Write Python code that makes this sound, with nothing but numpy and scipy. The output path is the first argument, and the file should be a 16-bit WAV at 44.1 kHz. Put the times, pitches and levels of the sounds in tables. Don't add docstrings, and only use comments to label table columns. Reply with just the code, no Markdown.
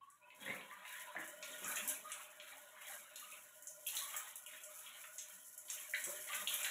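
import sys
import numpy as np
from scipy import signal
from scipy.fft import rfft, irfft, next_fast_len
from scipy.io import wavfile
from scipy.ndimage import uniform_filter1d, map_coordinates

SR = 44100
rng = np.random.default_rng(int(sys.argv[2]) if len(sys.argv) > 2 else 0)


def unload_wav(signal):
    wavfile.write(
        sys.argv[1],
        SR,
        np.round(np.clip(np.atleast_2d(signal).T, -1, 1) * 32767).astype(np.int16),
    )


N = 295470

# f/Hz, t60/s
TILE_DECAY = [(200, 0.26), (1300, 0.4), (3500, 0.36), (9000, 0.27), (15000, 0.22)]
# f/Hz, width/Hz, level/dB
STANDING_WAVES = [(181.7, 16, 9), (276, 14.4, 8.5)]
WALL_TONES_HZ = [1045, 1284, 1775, 2124, 2357, 2860, 3153]
# f/Hz, level/dB
AIR_SPECTRUM = [(20, -19), (100, 10.5), (1000, -4.5), (16000, -17)]
# t/s, level/dB
GURGLE_LEVEL = [(0.2, -100), (0.45, -65), (0.95, -92), (1.65, -65.5), (2.45, -82.5), (5.6, -85.5),
                (6.7, -78)]
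# f/Hz, nominal width/Hz, level/dB
HOLLOW_MODES = [(607.6, 22.5, 0), (998, 33, -8.5), (1441, 27, -1.5), (1887, 55, -9), (3026, 87, -7)]
# t/s, level/dB
HOLLOW_LEVEL = [(0.15, -100), (0.26, -70), (0.6, -73.5), (1.5, -59.5), (2.2, -65), (3.1, -65.5), (3.7, -68),
                (5.5, -69), (6.7, -60)]
# t/s, gain/dB
SECOND_TONE_BOOST = [(0.3, 15), (0.95, 16.5), (1.5, 0.5)]
# f/Hz, level/dB
THUD_SPECTRUM = [(30, -54), (60, -34), (120, -9), (160, -13.5), (210, -2.5), (330, -10.5), (420, -6),
                 (520, 1), (750, -7.5), (1100, -2.5), (1800, -69.5)]
# crest t/s, level/dB, rise/(dB/s)
GUSH_CRESTS = [(0.498, -50.5, 212), (1.171, -60.5, 600), (1.65, -62.5, 78), (3.34, -76, 170),
               (6.071, -61.5, 902), (6.411, -67, 169.5)]
# t/s, level/dB, f/Hz
PLOP_EVENTS = [(0.01, -55, 1106), (0.214, -62, 2534), (0.711, -52.5, 1172), (1.066, -52, 984),
               (1.169, -55.5, 312), (1.643, -49, 1255), (2.043, -49, 1235), (3.214, -53, 1234),
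               (4.011, -53.5, 1127), (4.133, -50, 1230), (4.685, -62, 1270), (6.065, -56.5, 358),
               (6.072, -51.5, 572), (6.295, -47, 1184)]
# t/s, level/dB, f/Hz
SPIT_EVENTS = [(0.1014, -61.5, 7940), (0.4516, -53, 11100), (1.277, -48.5, 12800), (1.517, -53, 7810),
               (1.6452, -42.5, 6360), (1.68, -40.5, 10500), (1.759, -41, 7500), (1.877, -36, 10400),
               (1.8877, -37, 10100), (2.1188, -41.5, 7240), (3.1588, -49, 9500), (3.1965, -48, 12400),
               (3.3326, -54, 10700), (3.6243, -52, 10400), (3.6714, -44.5, 6940), (3.8692, -36.5, 11600),
               (4.165, -38, 10200), (4.357, -43.5, 10700), (4.463, -49.5, 10400), (4.636, -49, 8300),
               (5.183, -42.5, 6250), (5.578, -46, 8900), (5.701, -39.5, 6540), (6.04, -39.5, 7300),
               (6.4765, -43, 7850), (6.54, -35, 9660), (6.631, -40, 8100)]
# t/s, level/dB, f/Hz, width/oct
SLAP_EVENTS = [(0.3036, -52.5, 2380, 0.38), (0.4615, -40.5, 1760, 0.28), (0.4778, -39, 1940, 0.28),
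               (0.4985, -38, 2030, 0.28), (0.61, -48.5, 2810, 0.3), (0.712, -46.5, 1900, 0.37),
               (0.852, -45, 2100, 0.42), (1.152, -41.5, 1250, 0.67), (1.1639, -35.5, 1820, 0.3),
               (1.427, -41.5, 2900, 0.87), (1.7695, -36.5, 2240, 0.46), (2.1173, -44.5, 2930, 0.6),
               (2.3995, -45.5, 2630, 0.54), (2.765, -51, 1650, 0.48), (3.1584, -47, 3800, 0.6),
               (3.3214, -47.5, 2480, 0.17), (3.8651, -42, 2980, 0.21), (3.887, -41.5, 3320, 0.8),
               (3.9445, -44, 2860, 0.17), (3.9686, -34.5, 3370, 0.74), (4.1415, -41.5, 1560, 0.7),
               (4.4628, -47.5, 2750, 0.23), (4.8628, -49, 3000, 0.18), (5.0394, -46.5, 1790, 0.57),
               (5.1846, -48, 3320, 0.7), (5.6835, -51, 3300, 0.5), (5.7, -43.5, 2880, 0.98),
               (5.937, -29.5, 1820, 0.29), (5.947, -39, 3310, 0.36), (6.289, -42.5, 2230, 0.66),
               (6.3314, -36, 2050, 0.68), (6.4737, -30, 3140, 0.34), (6.6467, -31.5, 2610, 0.79)]
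# f/Hz, level/dB
SLAP_SPECTRUM = [(500, 5.0), (1300, -18.5), (4100, -12.5), (4800, -24.0), (7000, 0.5), (15000, -51)]
# f/Hz, level/dB
SPRAY_SPECTRUM = [(2760, -28), (4700, -20.5), (4870, -31), (5120, -15.5), (5640, -10.5), (6740, -3.5),
                  (7770, -2.5), (9230, -11), (9860, -4), (10300, 2), (11500, -5), (12800, -2),
                  (14000, -12.5), (15000, -6.5)]
# f/Hz, level/dB
DROP_SPECTRUM = [(380, -30), (650, -2), (817, -2.5), (984, -4), (1360, -4.5), (3000, -4), (3900, 1.5),
                 (4900, -24), (6370, -76)]
# t/s, spray level/dB, drop level/dB
TRICKLE_LEVELS = [(0.0, -81.5, -71.5), (0.25, -79.5, -81), (0.42, -64.5, -60), (1.15, -66, -63),
                  (2.38, -68, -65), (2.7, -66, -64.5), (3.3, -62.5, -62.5), (3.75, -60.5, -73.5),
                  (4.2, -50.5, -53), (4.42, -64.5, -78), (5.0, -57, -72), (5.55, -58.5, -74),
                  (5.85, -53.5, -62.5), (6.7, -48, -50.5)]
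# t/s, length/s, spray level/dB, drop level/dB, drop f/Hz
HAND_POURS = [(0.394, 0.15, -59.5, -51, 1640), (0.85, 0.17, -57.5, -53, 2420),
              (1.183, 0.065, -57.5, -56, 1380), (1.41, 0.19, -55.5, -54.5, 1920),
              (1.616, 0.17, -46.5, -49, 1860), (1.862, 0.035, -47, -51, 2600),
              (2.074, 0.15, -56.5, -56, 1740), (2.398, 0.12, -61.5, -56.5, 1860),
              (2.8, 0.13, -54.5, -53, 1430), (3.176, 0.16, -58.5, -63.5, 2800),
              (3.862, 0.12, -48, -53.5, 2320), (4.066, 0.23, -61, -55, 1660),
              (4.47, 0.076, -59.5, -57.5, 2520), (4.69, 0.13, -57, -63.5, 1800),
              (4.814, 0.17, -65, -58, 2080), (5.185, 0.13, -65, -62.5, 2400),
              (5.676, 0.11, -51.5, -55, 2930), (5.958, 0.16, -51.5, -57.5, 2440),
              (6.268, 0.091, -50.5, -47.5, 2060), (6.487, 0.32, -48, -47, 2220)]


def amp(db):
    return np.exp(np.asarray(db) * (np.log(10) / 20))


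def unit(x):
    return x / np.sqrt(np.mean(x ** 2) + 1e-20)


def along(points, hz):
    f, v = np.transpose(points)
    return np.interp(np.log(hz + 1), np.log(f + 1), v)


def curves(rows):
    times, *columns = np.transpose(rows)
    return [np.interp(np.arange(N) / SR, times, column) for column in columns]


def wobble(rate_hz):
    knots = rng.standard_normal(int(N * rate_hz / SR) + 4)
    return map_coordinates(knots, [np.arange(N) * rate_hz / SR])


def hump(hz, pitch_hz, width_oct):
    return 1 / (1 + (np.log2((hz + 1) / pitch_hz) / width_oct) ** 2)


def resonances(modes, hz):
    return np.sqrt(sum((amp(db) * width * hz) ** 2 / ((f * f - hz * hz) ** 2 + (width * hz) ** 2)
                       for f, width, db in modes))


def filtered(x, gain):
    m = 2 * next_fast_len(len(x) // 2 + 4096)
    cepstrum = irfft(np.log(np.maximum(gain(np.fft.rfftfreq(m, 1 / SR)), 1e-6)), m)
    cepstrum[1:m // 2] *= 2
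    cepstrum[m // 2 + 1:] = 0
    return irfft(rfft(x, m) * np.exp(rfft(cepstrum)), m)[:len(x)]


def add(track, start_s, sound):
    part = track[max(round(start_s * SR), 0):][:len(sound)]
    part += sound[:len(part)]


def impacts(samples, rate_hz, spread_db):
    hit = rng.random(samples) < rate_hz / SR
    size = amp(spread_db * np.minimum(rng.exponential(size=samples), 4))
    return hit * size * np.sign(rng.standard_normal(samples))


def bubbles(count, pitch_hz, spread_oct, decay_cycles, spread_db, samples=441):
    t = np.arange(samples) / SR
    start, strength = rng.random((count, 2)).T
    hz = np.minimum(pitch_hz * 2 ** (spread_oct * rng.standard_normal((count, 1))), SR / 3)
    age = hz * t / decay_cycles
    envelope = np.sqrt(hz) * np.exp(-age)
    rings = envelope * np.sin(2 * np.pi * hz * t * (1 + 0.017 * age))
    gain = amp(spread_db * np.minimum(-np.log(strength), 3))
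    where = (start * N).astype(int)[:, None] + np.arange(samples)
    return unit(np.bincount(where.ravel(), (gain[:, None] * rings).ravel(), N)[:N])


def bathroom(x, wet_db, early_db):
    hz, t, noise = signal.stft(rng.standard_normal(SR // 2), SR, nperseg=256)
    tail = signal.istft(noise * amp(-60 * t / along(TILE_DECAY, hz)[:, None]), SR, nperseg=256)[1]
    response = amp(wet_db) * tail / np.linalg.norm(tail)
    delay_s = rng.uniform(.002, 0.02, size=8)
    response[(delay_s * SR).astype(int)] += amp(early_db) * rng.uniform(-0.83, 1, size=8)
    response[0] += 1
    return signal.fftconvolve(x, response)[:len(x)]


def spots(source, wet_db, count):
    return sum(bathroom(source(), wet_db, early_db=-1.5) for _ in range(count))


def still_air():
    return amp(-88.0) * unit(filtered(rng.standard_normal(N), lambda hz: amp(along(AIR_SPECTRUM, hz))))


def gurgle():
    level_db, = curves(GURGLE_LEVEL)
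    churn = bubbles(500, pitch_hz=475, spread_oct=0.751, decay_cycles=5.8, spread_db=4.5, samples=4000)
    wet = bathroom(churn, wet_db=5.5, early_db=0.0)
    return amp(level_db) * unit(filtered(wet, lambda hz: 1 + resonances(STANDING_WAVES, hz)))


def hollow_tones(wander_db=2.0, waver=0.012):
    level_db, = curves(HOLLOW_LEVEL)
    tones = []
    for pitch_hz, width_hz, db in HOLLOW_MODES:
        hits = impacts(N, rate_hz=500, spread_db=3.0)
        ring = filtered(hits, lambda hz: resonances([(pitch_hz, width_hz, 0)], hz) ** 1.28)
        ring = map_coordinates(ring, [np.cumsum(1 + waver * wobble(24))], mode="mirror")
        tones.append(amp(db + wander_db * wobble(6.3)) * unit(ring))
    rms = np.std(sum(tones))
    tones[1] *= amp(curves(SECOND_TONE_BOOST)[0])
    return amp(level_db) * sum(tones) / rms


def gush_level_db(drops_db):
    t = np.arange(N) / SR
    power = amp(-89.5 + drops_db - drops_db.mean()) ** 2
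    for crest_s, db, rise_db_per_s in GUSH_CRESTS:
        drain_db_per_s = min(125, rise_db_per_s / 2)
        below_db = np.maximum(rise_db_per_s * (crest_s - t), drain_db_per_s * (t - crest_s))
        power += amp(db - below_db) ** 2
    return 10 * np.log10(power)


def gushes(level_db):
    blows = bathroom(impacts(N, rate_hz=300, spread_db=1.0), wet_db=4.5, early_db=-3.5)
    colour = lambda hz: amp(along(THUD_SPECTRUM, hz)) * (1 + resonances(STANDING_WAVES, hz))
    return amp(level_db + 1.0) * unit(filtered(blows, colour))


def plops(rise=0.12, attack_s=0.014, decay_s=0.0093, trim_db=-1):
    gap_s, loss_db, pitch_step = 0.055, 5.5, 0.025
    out, t = np.zeros(N), np.arange(SR // 2) / SR
    decay = np.exp(-t / decay_s)
    envelope = (1 - np.exp(-t / attack_s)) * decay
    for start_s, db, pitch_hz in PLOP_EVENTS:
        for k in range(3):
            glide_hz = pitch_hz * (1 + k * pitch_step + rise * (.3 - decay))
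            note = envelope * np.sin(2 * np.pi * np.cumsum(glide_hz) / SR)
            wet = bathroom(note, wet_db=4.5, early_db=1.0)
            peak = amp(db + trim_db - k * loss_db) * np.sqrt(2)
            add(out, start_s + k * gap_s, peak * wet / np.abs(wet).max())
    return out


def splashes(rows, spectrum, t30_s, scatter, wet_db, trim_db):
    out, t = np.zeros(N), np.arange(SR // 3) / SR
    bubble_width_hz, bubble_db = 80, -4.0
    for start_s, db, pitch_hz, width_oct in rows:
        fragments = impacts(len(t), rate_hz=2500, spread_db=2.0) * amp(-30 * t / t30_s)
        burst = scatter * fragments / (np.linalg.norm(fragments) + 1e-9)
        burst[0] += 1
        trapped = [(pitch_hz * 2 ** (width_oct * offset), bubble_width_hz, bubble_db)
                   for offset in rng.uniform(-0.994, 1, size=4)]

        def colour(hz):
            band = hump(hz, pitch_hz, np.sqrt(2) * width_oct) ** 2
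            low_cut = 1 / np.sqrt(1 + (pitch_hz * 2 ** (-1.7 * width_oct) / (hz + 1)) ** 12)
            return amp(along(spectrum, hz)) * band * low_cut * (1 + resonances(trapped, hz))

        wet = bathroom(filtered(burst, colour), wet_db, early_db=-13.0)
        peak_rms = np.sqrt(uniform_filter1d(wet ** 2, size=440).max())
        add(out, start_s, amp(db + trim_db) * wet / peak_rms)
    return out


def spits():
    rows = [(start_s, db, hz, 0.43 * (hz / 7000) ** 2) for start_s, db, hz in SPIT_EVENTS]
    return splashes(rows, SPRAY_SPECTRUM, t30_s=0.0056, scatter=1.16, wet_db=5.5, trim_db=-1.5)


def slaps():
    return splashes(SLAP_EVENTS, SLAP_SPECTRUM, t30_s=0.011, scatter=1.36, wet_db=3.5, trim_db=-5.5)


def pour_shape(t, start_s, length_s, attack_s=0.023, swell_db=5, drain_db_per_s=105):
    age_s = t - start_s
    opening = np.clip(age_s / attack_s, 0, 1)
    pressed_db = swell_db * (np.clip(age_s / length_s, 0, 1) - .5)
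    return opening * amp(pressed_db - drain_db_per_s * np.maximum(age_s - length_s, 0))


def flow_db():
    t = np.arange(N) / SR
    power = amp(curves(TRICKLE_LEVELS)) ** 2
    for start_s, length_s, spray_db, drops_db, _ in HAND_POURS:
        power += (amp([[spray_db], [drops_db]]) * pour_shape(t, start_s, length_s)) ** 2
    return 10 * np.log10(power)


def spray(level_db):
    def droplets():
        flurries = amp(1.8 * wobble(30))
        ticks = unit(impacts(N, rate_hz=95, spread_db=3.7))
        fizz = bubbles(1200, pitch_hz=9160, spread_oct=0.425, decay_cycles=8.3, spread_db=3.0)
        return flurries * (ticks + 0.18 * fizz)

    wet = spots(droplets, wet_db=4.5, count=3)
    return amp(level_db - 0.02) * unit(filtered(wet, lambda hz: amp(along(SPRAY_SPECTRUM, hz))))


def drop_gain(hz, t, trickle_hz=1690, width_oct=1.36, sag_oct_per_s=2.7):
    times, _, trickle_db = np.transpose(TRICKLE_LEVELS)
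    power = (amp(np.interp(t, times, trickle_db)) * hump(hz, trickle_hz, width_oct)) ** 2
    for start_s, length_s, _, db, pitch_hz in HAND_POURS:
        sag_oct = sag_oct_per_s * np.clip(t - start_s - length_s / 2, -length_s, length_s)
        band = hump(hz, pitch_hz / 2 ** sag_oct, width_oct)
        power += (amp(db) * pour_shape(t, start_s, length_s) * band) ** 2
    return np.sqrt(power)


def patter(patch_db=3.0, tone_width_hz=9.8):
    def drops():
        spurts = amp(0.85 * wobble(25))
        hits = unit(impacts(N, rate_hz=200, spread_db=4.5))
        trapped = bubbles(1300, pitch_hz=2009, spread_oct=0.601, decay_cycles=8.6, spread_db=3.0,
                          samples=900)
        return spurts * (hits + 0.89 * trapped)

    wall_modes = [(hz, tone_width_hz, 0) for hz in WALL_TONES_HZ]
    colour = lambda hz: amp(along(DROP_SPECTRUM, hz)) * (1 + resonances(wall_modes, hz))
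    wet = unit(filtered(spots(drops, wet_db=5.0, count=2), colour))
    hz, t, spectra = signal.stft(wet, SR, nperseg=1024)
    patches = uniform_filter1d(rng.standard_normal(spectra.shape), size=7, axis=0)
    patches = unit(uniform_filter1d(patches, size=7, axis=1))
    spectra *= drop_gain(hz[:, None], t) * amp(patch_db * patches - 2.0)
    return signal.istft(spectra, nperseg=1024)[1][:N]


def scene():
    spray_db, drops_db = flow_db()
    splashing = slaps() + spits()
    air = still_air()
    stream = spray(spray_db) + patter() + gushes(gush_level_db(drops_db))
    ringing = hollow_tones()
    puddle = gurgle() + plops()
    return (air + ringing + puddle + splashing + stream)[None]


def record(dry, top_hz=15600):
    m = next_fast_len(N + SR // 2)
    return irfft(rfft(dry, m) * (np.fft.rfftfreq(m, 1 / SR) < top_hz), m)[..., :N]


dry = scene()
out = record(dry)
unload_wav(out)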